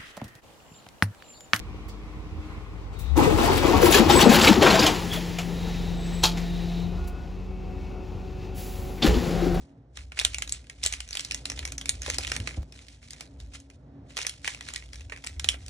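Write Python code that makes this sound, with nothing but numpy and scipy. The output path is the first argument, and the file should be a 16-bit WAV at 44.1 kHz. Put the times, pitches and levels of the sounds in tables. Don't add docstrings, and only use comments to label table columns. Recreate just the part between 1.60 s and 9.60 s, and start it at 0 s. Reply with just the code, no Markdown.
import sys
import numpy as np
from scipy import signal
from scipy.fft import rfft, irfft
from scipy.io import wavfile
from scipy.ndimage import uniform_filter1d

SR = 44100
rng = np.random.default_rng(int(sys.argv[2]) if len(sys.argv) > 2 else 0)


def wav_out(sig):
    wavfile.write(sys.argv[1], SR, np.round(np.clip(np.atleast_2d(sig).T, -1, 1) * 32767).astype(np.int16))


def gain_from_db(level_db):
    decades = np.asarray(level_db, float) / 20
    return 10 ** decades


N = 352800


def in_time(rows):
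    s, *columns = np.transpose(rows)
    return [np.interp(np.arange(N) / SR, s, c) for c in columns]


def rms_one(x):
    return x / np.sqrt(np.mean(x ** 2) + 1e-20)


def shaped(x, points, gain=gain_from_db):
    hz, value = np.transpose(points)
    bins = np.arange(1, len(x) // 2 + 2) * SR / len(x)
    curve = np.interp(np.log(bins), np.log(hz), value, left=value[0], right=value[-1])
    return irfft(rfft(x) * gain(curve), len(x))


def band(x, low_hz, high_hz, order=2):
    return signal.sosfilt(signal.butter(order, [low_hz, high_hz], "band", fs=SR, output="sos"), x)


def drift(rate_hz):
    steps = rng.standard_normal(8 * 60 + 3)
    return np.interp(np.arange(N) / SR * min(rate_hz, 60), np.arange(len(steps)), steps) * 1.2


def resonate(x, hz, width_hz):
    r = np.exp(-np.pi * width_hz / SR)
    feedback = [1, -2 * r * np.cos(2 * np.pi * hz / SR), r * r]
    return signal.lfilter(np.array([1, 0, -1]) * (1 - r * r) / 2, feedback, x + 1e-18)


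def grains(per_s, spread_db):
    chance = rng.random(N) * SR / per_s
    hit, clicks = chance < 1, np.zeros(N)
    size, sign = np.modf(2 * chance[hit])
    clicks[hit] = gain_from_db(spread_db * np.minimum(-np.log(size + 1e-9), 3.5)) * (2 * sign - 1)
    return rms_one(clicks)


def swell(rise_s, t60_s, size):
    t = np.arange(size) / SR
    return np.minimum(t / rise_s, 1) * gain_from_db(-60 * np.maximum(t - rise_s, 0) / max(t60_s, .02))


def held(start, length, db, rise_s, fall_s):
    t = np.arange(0, N + 64, 64)[:, None] / SR
    early, late = np.maximum(start - t, 0), np.maximum(t - start - length, 0)
    shape = db - 20 * (early / rise_s + late / fall_s)
    total_db = 10 * np.log10(np.sum(gain_from_db(2 * shape), axis=1) + 1e-12)
    return np.interp(np.arange(N) / SR, t[:, 0], total_db)


def add(out, s, x):
    at = round(s * SR)
    out[at:at + len(x)] += x[:len(out) - at]


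# t/s, firings per s
SPEED = [(0, 51.15), (1.35, 51.1), (1.6, 43.6), (3.3, 43.1), (5.22, 43.1), (5.4, 44.4), (5.78, 46.2),
         (6.1, 46.4), (7.4, 46.4), (7.65, 43.8), (8, 43.3)]
# t/s, level/dB
EXHAUST = [(0, -41), (1.23, -41), (1.43, -38), (1.56, -44), (1.7, -32), (2.27, -32.5), (2.96, -38),
           (3.88, -39), (4.01, -33.5), (5.28, -33), (5.48, -32.5), (5.61, -41), (5.75, -37), (6.73, -39),
           (7.35, -35), (7.46, -42.5), (7.64, -39), (7.82, -28.5)]
# multiple of firing, level/dB re firing tone
FIRING_ORDERS = [(1.55, -9), (2, -14), (3.331, -18)]
# t/s, level/dB
PUMP = [(0, -51), (1.2, -58), (1.5, -84), (2.4, -39), (3.3, -39), (3.8, -33), (4.6, -31.5), (5.25, -30),
        (5.45, -41.5), (5.6, -48), (5.85, -41.5), (6.4, -47.5), (7.35, -47.5), (7.62, -33), (7.8, -28)]
# t/s, level/dB
NEAR = [(0, -67), (1.5, -62), (3.5, -61), (4.8, -47.5), (5.7, -49.5), (7.5, -44), (7.8, -38)]
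# multiple of firing, level/dB re octave line
PUMP_ORDERS = [(12, -12.5), (16, -8)]
# t/s, level/dB
IDLE_LINE = [(0, -50.5), (1.1, -51), (1.5, -62), (8, -91.5)]
# start t/s, length/s, level/dB, multiple of firing
GEAR_LINES = [(4.0, 1.2, -61, 84.5), (4.0, 1.2, -59, 87.0), (3.97, 1.25, -58, 89.3), (4.8, .2, -64, 96.0),
              (4.7, 0.56, -55.5, 16.0), (5.4, 0.22, -58, 32.2), (5.32, 0.26, -62, 57.0),
              (5.75, 1.6, -68, 57.0), (5.9, .45, -67, 48.0), (6.1, 1.4, -55.5, 6.0)]
# f/Hz, width/Hz, level/dB
BODY = [(69.5, 14, 16), (83, 21.6, 17), (100, 25, -18.5)]
# start t/s, length/s, chassis throb level/dB, scrap clang offset/dB
STROKES = [
    (1.555, 1.46, -29, 0.5),
    (7.43, .6, -33, -6.5),
]


def engine():
    (rate,), (tone_db,) = in_time(SPEED), in_time(EXHAUST)
    (pump_db,), (octave_db,), (idle_db,) = in_time(PUMP), in_time(NEAR), in_time(IDLE_LINE)
    turns = np.cumsum(rate * (1 + .002 * drift(7))) / SR

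    def line(multiple, db, flutter_db):
        level = np.sqrt(2) * gain_from_db(db + flutter_db * drift(14))
        return level * np.sin(2 * np.pi * (multiple * turns + rng.random()))

    out = line(1, tone_db, 1.2) + line(6, idle_db, 2.2)
    out += sum(line(k, tone_db + db, 4.76) for k, db in FIRING_ORDERS)
    out += line(4, pump_db, 0.32) + line(8, octave_db, 1.9)
    out += sum(line(k, octave_db + db, 2.2) for k, db in PUMP_ORDERS)
    for s, length, db, k in GEAR_LINES:
        out += line(k, held(s, length, db, 0.15, 0.19), 1.8)

    start, length, throb_db, _ = np.transpose(STROKES)
    idle_throb_db, rise_s, fall_s = -42.5, 0.071, 0.62
    shake = np.hypot(gain_from_db(idle_throb_db), gain_from_db(held(start, length, throb_db, rise_s, fall_s)))
    kicks = np.diff(np.floor(turns), prepend=0) * rng.standard_normal(N)
    throb = band(sum(gain_from_db(db) * resonate(kicks, hz, w) for hz, w, db in BODY), 48.0, 163)
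    return out + shake * rms_one(throb)


# start t/s, length/s, then level/dB of heavy parts, light parts, fine grit
SLIDES = [(1.575, 0.067, -17.5, -28, -45.5), (1.71, 0.059, -26, -38, -62), (1.784, 0.2, -22.5, -25, -44),
          (2.036, 0.14, -19, -25, -47.5), (2.221, 0.066, -19, -19, -34.5), (2.315, 0.019, -23.5, -19, -30),
          (2.373, 0.04, -17.5, -22, -52), (2.498, 0.07, -18.5, -16, -36.5), (2.592, 0.035, -16.5, -14, -37),
          (2.659, 0.016, -12, -35, -58), (2.699, 0.033, -17.5, -16.5, -35.5),
          (2.738, 0.096, -20, -17.5, -42), (2.849, 0.014, -21.5, -13, -38), (2.877, 0.013, -15, -15.5, -46),
          (3.016, 0.072, -14.5, -15.5, -46), (3.133, 0.1, -22.5, -17.5, -44),
          (3.223, 0.022, -26, -18.5, -42), (3.526, 0.031, -46, -31, -46.5), (7.43, .015, -19.5, -29, -61),
          (7.446, 0.024, -21, -24, -47.5), (7.553, 0.13, -31, -36, -65), (7.676, 0.064, -27.5, -43, -68),
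          (7.79, 0.086, -27.5, -42, -62), (7.946, .07, -29, -41.5, -60)]
# f/Hz, width/Hz, level/dB
HOPPER = [(140.6, 8.5, -0.5), (172, 6.1, -2.5), (208, 7.4, -3.5), (235.5, 11.6, 0.5), (277.3, 12.5, 2),
          (305, 35, 2), (348, 35, 3.5), (380, 24, -2.5), (435, 41, 3.5), (465, 16.3, -4.5), (510, 49, 2),
          (567, 34, -3)]
# f/Hz, width/Hz, level/dB
RIBS = [(676, 65, 0), (730, 89, 1.5), (809, 77, 5.5), (900, 91, 3.5), (965, 16, -1), (1066, 89, 3),
        (1206, 92, 0), (1302, 33, -3), (1520, 140, -16.5)]
# f/Hz, level/dB per Hz
SCRAP = [(1300, 0.5), (1800, -1.5), (3000, -1.5), (4500, -4.5), (6000, -10), (8000, -12.5), (9500, -30)]


def tumbling_scrap():
    start, length, heavy_db, light_db, fine_db = np.transpose(SLIDES)
    rise_s = 0.02
    boom_db = held(start, length, heavy_db, rise_s, 0.2)
    rattle_db = held(start, length, light_db, rise_s, 0.16)
    grit_db = held(start, length, fine_db, rise_s, .1)
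    dull_db, = in_time([(s + end, db) for s, span, _, db in STROKES for end in (0, span)])
    clang_db = -26.5 + 0.55 * (boom_db + 19) + 0.25 * (rattle_db + 19.0) + dull_db

    def ring(modes, per_s, widen):
        return rms_one(sum(gain_from_db(db) * resonate(grains(per_s, 3.43), hz, widen * w) / np.sqrt(w)
                           for hz, w, db in modes))

    boom = band(ring(HOPPER, 200, 1.0), 64, 735)
    clang = band(ring(RIBS, 250, 0.96), 530, 3700)
    clumps = gain_from_db(3.1 * drift(45))
    pings = sum(gain_from_db(2.2 * drift(25)) * resonate(grains(300, 2.8), hz, hz / 30)
                for hz in np.geomspace(1400, 7400, 24))
    clatter = grains(1600, 4.4) * clumps + 0.72 * rms_one(pings)
    rattle = rms_one(shaped(clatter, [(600, -44)] + SCRAP))
    grit = rms_one(band(grains(2000, 3.2) * clumps, 7500, 15500, order=4))
    out = gain_from_db(boom_db - 3.5) * boom + gain_from_db(clang_db) * clang
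    return out + gain_from_db(rattle_db - 7.5) * rattle + gain_from_db(grit_db + 6) * grit


# t/s, peak level/dB, struck part f/Hz, thud level/dB re blow
BLOWS = [(0.286, -41.5, 4740, -10), (1.3273, -46, 2930, 5), (1.563, -30, 6500, -6), (1.629, -20.5, 2450, 0),
         (1.8325, -23, 2330, -16), (2.218, -26, 2250, 3), (2.3226, -8, 3330, -19), (2.341, -6, 2960, -2.5),
         (2.376, -11.5, 3450, 0), (2.4957, -9.5, 3620, 0.5), (2.61, -11, 2920, -3.5),
         (2.692, -13, 2510, -18), (2.81, -9, 3470, -9), (2.844, -15, 4000, -6), (2.8738, -8.5, 2310, -31),
         (3.021, -10, 3230, 3.5), (3.064, -14.5, 2300, 11), (3.1046, -10.5, 3100, -1),
         (3.19, -10.5, 4880, -23), (3.2614, -8.5, 3320, -1), (3.53, -22, 3400, -5), (3.783, -20, 2800, -4),
         (4.08, -36, 4140, 3), (4.627, -23, 3460, -17), (4.633, -5, 4050, -6.5), (4.7693, -26.5, 2380, -6),
         (5.437, -45, 3480, -22), (7.376, -36.5, 2290, -18), (7.42, -11.5, 3500, -12),
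         (7.538, -24, 3260, -18)]


def blows():
    out, size = np.zeros(N), SR // 4
    t = np.arange(size) / SR
    for (s, db, hz, thud_db), seed in zip(BLOWS, rng.standard_normal((len(BLOWS), 4, size))):
        dulling_db = 13 * (s > STROKES[-1][0] - .1)
        colour = [(1000, -30), (hz / 1.63, -8), (hz, 0), (hz * 1.3, -7),
                  (9000, -13.0 - dulling_db), (10500, -50)]
        crack = rms_one(shaped(seed[0] ** 3, colour))
        spread = np.clip(seed[2, :16], -2, 1.2)
        rings = sum(np.sin(2 * np.pi * (hz * 1.4 ** z * t + z * 9)) for z in spread) / np.sqrt(8)
        thud = rms_one(band(seed[1], 540, 1320))
        edge = rms_one(band(seed[3] ** 3, 4000, 14400, order=4))
        blow = crack + 0.27 * rings + gain_from_db(thud_db) * thud + gain_from_db(-8.5 - dulling_db) * edge
        add(out, s, gain_from_db(db - 11) * swell(0.0042, 0.18, size) * blow)
    return out


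# t/s, level/dB, f/Hz
PLATE_KNOCKS = [(1.561, -22, 259), (1.574, -18.5, 334), (1.621, -21, 279), (1.665, -17, 365),
                (1.673, -16, 443), (1.721, -23, 318), (1.896, -22.5, 380), (1.901, -23.5, 280),
                (1.991, -23.5, 360), (2.046, -20.5, 331), (2.081, -20.5, 343), (2.137, -21.5, 450),
                (2.139, -23.5, 280), (2.229, -16.5, 466.6), (2.235, -14, 356), (2.285, -20, 335),
                (2.349, -20.5, 410), (2.393, -13, 338), (2.396, -17, 219), (2.461, -21, 322),
                (2.494, -13, 349), (2.514, -21, 255), (2.534, -19, 355), (2.57, -19, 380),
                (2.575, -22, 204), (2.618, -17, 371), (2.631, -17, 194), (2.658, -16.5, 456),
                (2.666, -13.5, 222), (2.691, -10, 224), (2.764, -17.5, 228), (2.783, -25.5, 361),
                (2.814, -20, 225), (2.889, -11.5, 312), (2.904, -11.5, 205), (2.966, -20.5, 369),
                (2.975, -21, 237), (3.016, -22, 310), (3.018, -19, 419), (3.044, -20.5, 354),
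                (3.071, -22, 333), (3.075, -18.5, 207), (3.123, -23, 352), (3.126, -24.5, 185),
                (3.159, -26, 195), (3.178, -21.5, 337), (3.195, -22.5, 214), (3.223, -21, 307),
                (3.271, -22, 308), (7.44, -18.5, 227), (7.443, -19, 322), (7.562, -22.5, 247),
                (7.676, -25.5, 163), (7.746, -31, 172), (7.754, -23.5, 366), (7.823, -23.5, 348),
                (7.865, -25.5, 361), (7.908, -29, 172), (7.91, -31, 345), (7.958, -27.5, 358)]
# t/s, level/dB, f/Hz
RIB_KNOCKS = [(1.582, -23.5, 887), (1.829, -28, 842), (1.836, -29, 693), (1.884, -27, 896),
              (1.894, -31, 741), (2.015, -35, 848), (2.131, -23, 923), (2.134, -27, 754),
              (2.138, -25, 1115), (2.218, -25, 574), (2.262, -32, 1330), (2.263, -25, 947),
              (2.372, -27, 864), (2.413, -30, 748), (2.494, -19.5, 830), (2.498, -28, 1334),
              (2.549, -23, 947), (2.556, -22, 520), (2.568, -22, 1050), (2.627, -22.5, 814),
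              (2.652, -23, 585), (2.669, -26, 770), (2.762, -25.5, 830), (2.865, -33, 772),
              (2.878, -26, 689), (3.016, -24.5, 805), (3.024, -23, 574), (3.025, -21, 682),
              (3.058, -23, 1580), (3.058, -24, 943), (3.061, -26, 1373), (3.061, -24, 1072),
              (3.14, -20.5, 652), (3.186, -28, 1020), (3.246, -26.5, 653), (3.27, -25, 736),
              (3.571, -38.5, 620), (3.787, -40, 704), (7.44, -31.5, 787), (1.559, -31, 950)]
# t/s, level/dB, f/Hz
PINGS = [(2.318, -26, 6700), (2.321, -26, 3780), (2.337, -21, 2464), (2.338, -24, 3060),
         (2.34, -18.5, 1715), (2.34, -24, 4080), (2.353, -24, 3290), (2.494, -25, 3610), (2.496, -28, 4113),
         (2.499, -27, 2530), (2.505, -31, 5340), (2.509, -29, 3220), (2.605, -21.5, 2885),
         (2.606, -26, 5954), (2.61, -27, 3456), (2.618, -23, 4470), (2.621, -26, 1852), (2.688, -29, 7300),
         (2.698, -26, 2500), (2.763, -26, 1760), (2.808, -29, 3440), (2.811, -30, 4587), (2.822, -29, 7483),
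         (2.868, -22, 2562), (2.869, -20, 3898), (2.871, -24, 2960), (2.871, -18, 2300), (2.873, -25, 3390),
         (3.017, -31, 4240), (3.02, -32, 2310), (3.019, -31, 3300), (3.058, -25, 2960), (3.062, -21, 2410),
         (3.1, -23.5, 4160), (3.189, -27, 4867), (3.225, -25, 5150), (3.258, -23, 3330), (3.26, -30, 5100),
         (3.26, -28, 6406), (3.26, -24, 3000), (3.261, -26, 4264), (3.273, -28, 3736), (3.274, -26, 2390),
         (3.512, -34, 3350), (3.784, -36, 2870), (3.783, -36, 2400), (7.422, -37, 4530), (7.422, -32, 3630),
         (7.439, -33, 4231)]
# gain/dB, rise/s, t60/s
KNOCK_RULES = [
    (4.0, 0.00564, 0.13),
    (4, 0.005306, 0.16),
    (5.5, 0.002003, 0.06),
]


def knocks():
    out, size = np.zeros(N), SR // 3
    t = np.arange(size) / SR
    for rows, (gain_db, rise_s, t60_s) in zip((PLATE_KNOCKS, RIB_KNOCKS, PINGS), KNOCK_RULES):
        for (s, db, hz), z in zip(rows, rng.standard_normal((len(rows), 2))):
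            twin_hz = hz * (1 + 0.0505 * z[0])
            tone = np.sin(2 * np.pi * hz * t) + 0.52 * np.sin(2 * np.pi * twin_hz * t + 9 * z[1])
            add(out, s + .0048 - rise_s, gain_from_db(db + gain_db) * swell(rise_s, t60_s, size) * tone)
    return out


# f/Hz, level/dB, t60/s
BAR_MODES = [(870, -4, 0.25), (1118, -4, 0.12), (2450, -9, 0.21), (2638, -12, 0.11), (3240, 2.5, 0.15),
             (3760, 2, 0.077), (4340, 2, 0.091), (4130, -6, 0.16), (5320, -4, 0.12), (6060, -2, 0.1),
             (6514, -17, 0.21), (6940, -3, 0.095), (6993, -8, 0.11), (7720, -26, 0.32)]


def dropped_bar():
    out, size = np.zeros(N), SR // 3
    drop_s, drop_db = 4.636, -23
    t = np.arange(size) / SR
    for (hz, db, t60_s), phase in zip(BAR_MODES, rng.random(len(BAR_MODES))):
        tone = np.sin(2 * np.pi * (hz * t + phase))
        add(out, drop_s, gain_from_db(drop_db + db) * swell(0.0034, t60_s, size) * tone)
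    return out


# t/s, peak level/dB, f/Hz, second mode f/Hz, t60/s
BOOMS = [
    (2.496, -6, 142.5, 345, 0.081),
    (3.549, -20.5, 172, 312, 0.26),
    (4.636, -13, 172, 333, 0.051),
    (7.489, -11.5, 182, 431, 0.24),
]
# t/s, level/dB, f/Hz, rise/s, t60/s
SHUDDERS = [
    (1.42, -19, 80.0, 0.125, 0.25),
    (1.57, -21, 100, 0.03, 0.25),
    (5.521, -29, 60.5, 0.023, 0.11),
    (7.471, -11.5, 59.6, 0.015, 0.3),
    (7.563, -13, 66, 0.012, 0.09),
]


def heavy_steel():
    out, t = np.zeros(N), np.arange(SR) / SR
    for s, db, hz, upper_hz, t60_s in BOOMS:
        tone = np.sin(2 * np.pi * hz * t) + 0.84 * np.sin(2 * np.pi * upper_hz * t)
        add(out, s, gain_from_db(db - 10.0) * swell(0.0013, t60_s, SR) * tone)
    stiffen = 0.32
    for s, db, hz, rise_s, t60_s in SHUDDERS:
        bent_t = t - rise_s * stiffen * (1 - np.exp(-t / rise_s))
        add(out, s, gain_from_db(db) * swell(rise_s, t60_s, SR) * np.sin(2 * np.pi * hz * bent_t))
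    return out


# t/s, level/dB
FLOW = [(0, -64), (1.3, -65.5), (1.55, -57.5), (1.62, -40), (3.3, -38), (3.6, -41.5), (3.9, -44.5),
        (4.3, -47.5), (4.8, -47), (5.2, -48.5), (5.35, -53.5), (5.55, -60), (5.9, -61), (6.9, -56.5),
        (7.4, -53.5), (7.5, -40), (8, -46)]
# f/Hz, level/dB per Hz
GROWL = [(110, 5.5), (200, 2), (320, 1.5), (450, -0.5), (600, -10), (800, -5.5), (1100, -16), (1500, -16),
         (2000, -67)]
# f/Hz, level/dB per Hz
OIL = [(1000, -45), (1700, 1.5), (2600, 1), (4000, -1.5), (6000, -6.5), (8000, -14), (10000, -18.5)]
# f/Hz, level/dB per Hz
AIR = [(2500, -34), (5000, -13), (9000, -9.5), (13000, -17), (16000, -13)]


def hydraulic_flow():
    out, (oil_db,) = np.zeros(N), in_time(FLOW)
    over_db = oil_db + 45
    growl_db, air_db = -38 + 0.48 * over_db, -53 + 1.8 * over_db
    for db, colour in zip((growl_db, oil_db, air_db), (GROWL, OIL, AIR)):
        noise = shaped(rng.standard_normal(N), [(colour[0][0] / 2, -60)] + colour)
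        out += gain_from_db(db + 1.15 * drift(13)) * rms_one(noise)
    return out


# start t/s, length/s, level/dB, f/Hz, width/Hz
WHISTLES = [(3.98, 1.27, -53.5, 3860, 580), (4.8, 0.52, -62, 2700, 200), (5.75, 1.6, -63, 2580, 330),
            (4.3, 0.98, -61, 2990, 130), (4.4, 0.23, -53, 7750, 60), (7.82, .3, -39, 760, 16.5),
            (7.75, .3, -44.5, 1350, 690)]
# start t/s, length/s, level/dB, f/Hz, width/Hz
SQUEALS = [(1.36, 0.14, -58, 3800, 480), (2.07, 0.026, -55, 7890, 60), (2.535, 0.057, -23.5, 7910, 66),
           (2.8, 0.073, -35, 7720, 60), (3.515, 0.04, -37, 3340, 220), (2.7, .03, -38, 8200, 90),
           (3.28, 0.024, -46, 7750, 69), (2.86, .07, -47, 14500, 120), (3.22, .04, -44, 14300, 150)]


def whistles_and_squeals():
    out, noise = np.zeros(N), rng.standard_normal(N)
    for rows, rise_s, fall_s in (WHISTLES, 0.15, 0.19), (SQUEALS, 0.025, 0.091):
        for start, length, db, hz, width_hz in rows:
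            tone = resonate(resonate(noise, hz, width_hz), hz, width_hz)
            level_db = held(start, length, db, rise_s, fall_s) + 1.4 * drift(8.2)
            out += gain_from_db(level_db) * rms_one(tone)
    return out


# t/s, level/dB, rise/s, t60/s, tilt/dB per octave
VENTS = [
    (.28, -48.5, .006, 0.098, -3),
    (1.385, -43, .01, 0.23, -1),
    (5.47, -42.5, 0.01, 0.092, -4),
    (6.94, -40, 0.046, 1.96, -3.5),
]
# f/Hz, level/dB per Hz
JET = [(1500, -14), (2500, -4), (5000, -2.5), (9000, 3), (12000, 4.5), (16000, 8)]


def vents():
    out = np.zeros(N)
    for s, db, rise_s, t60_s, tilt_db in VENTS:
        colour = [(hz, level + tilt_db * np.log2(hz / 5000)) for hz, level in JET]
        jet = rms_one(shaped(rng.standard_normal(SR), [(700, -60)] + colour))
        add(out, s, gain_from_db(db) * swell(rise_s, t60_s, SR) * jet)
    return out


# t/s, level/dB
STREET_LEVEL = [(0, -55), (1, -55), (1.6, -58), (8, -64)]
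# f/Hz, level/dB per Hz
STREET = [(300, -25.5), (600, -33), (1050, 4.5), (1400, -6.5), (1600, -12), (2200, -7.5), (3000, -15.5),
          (6000, -25), (12000, -30.5), (15000, -40)]


def street():
    noise = rms_one(shaped(rng.standard_normal(N), [(150, -54)] + STREET))
    return gain_from_db(in_time(STREET_LEVEL)[0] + 2.2 * drift(5.5)) * noise


# t/s, lean to the left 0-1, diffuse level/dB below 2 kHz, diffuse level/dB above
PICKUP = [(0, .02, -6, 2), (1.1, 0.2, -6, 1), (1.6, 1.1, -2, -1.5), (2.6, 1, -11, -8.5),
          (2.82, 0.75, -17, -19.5), (2.9, 0.71, -17, -56), (4.5, 0.57, -14, -66), (8, 0.57, -14, -72)]
# f/Hz, side share
LEAN = [(60, 0.036), (110, 0.21), (200, 0.63), (400, 0.41), (1300, 0.56), (1900, 0.31), (2400, 0.028),
        (8000, 0.0082)]


def microphone_pair(mid):
    lean, low_db, high_db = in_time(PICKUP)
    scatter = rng.standard_normal(2048) * gain_from_db(-60 * np.arange(2048) / SR / 0.12)
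    diffuse = signal.fftconvolve(mid, scatter / np.linalg.norm(scatter))[:N]
    diffuse = np.real(signal.hilbert(diffuse) * np.exp(3j * drift(8)))
    low_colour = [(50, 1), (130, 1.5), (300, -6.5), (700, 0), (1500, 8), (2000, -30), (2300, -38.0)]
    side = lean * shaped(mid, LEAN, gain=np.asarray)
    side += gain_from_db(low_db) * shaped(diffuse, low_colour)
    side += gain_from_db(high_db) * band(diffuse + 0.81 * lean * mid, 1220, 12400, order=4)
    return np.array([mid + side, mid - side])


def scene():
    mid = engine() + tumbling_scrap() + blows() + knocks() + dropped_bar() + heavy_steel()
    mid += hydraulic_flow() + whistles_and_squeals() + vents() + street()
    return microphone_pair(mid)


def roll_off(x):
    return signal.sosfilt(signal.butter(12, 16780, fs=SR, output="sos"), x)


def record(dry):
    lag_samples, treble_hz, cutoff_hz, side_top_hz = 9.87, 7700, 15800, 14450
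    wide_until_s, wide_treble_hz = 2.05, 8800
    hz, s, (left, right) = signal.stft(1.05 * np.tanh(dry / 1.05), SR, nperseg=2048)
    hz = hz[:, None]
    mid, side = (left + right) / 2, (left - right) / 2

    size = abs(mid)
    near_size = uniform_filter1d(size, size=32, axis=0)
    kept = mid * (size > gain_from_db(-106)) * (size > .6 * (hz > 9000) * near_size)

    late = np.exp(-2j * np.pi * hz * lag_samples / SR)
    limit = .39 + .13 * np.repeat(rng.standard_normal((65, mid.shape[1])), 16, axis=0)[:len(hz)]
    mid_share, side_share = (1 - late) / 2, (-1 - late) / 2
    top_mid = mid_share * (abs(mid_share) > limit) * kept
    top_side = side_share * (abs(side_share) > 1.3 * limit) * kept

    top = hz > np.where(s < wide_until_s, wide_treble_hz, treble_hz)
    mid = np.where(top, top_mid, mid)
    side = np.where(top, top_side * (hz < side_top_hz), side * ((hz < 6500) | (s < 2.35)))
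    pair = np.array([mid + side, mid - side]) * (hz < cutoff_hz)
    return roll_off(signal.istft(pair, SR, nperseg=2048)[1][:, :N])


dry = scene()
out = record(dry)
wav_out(out)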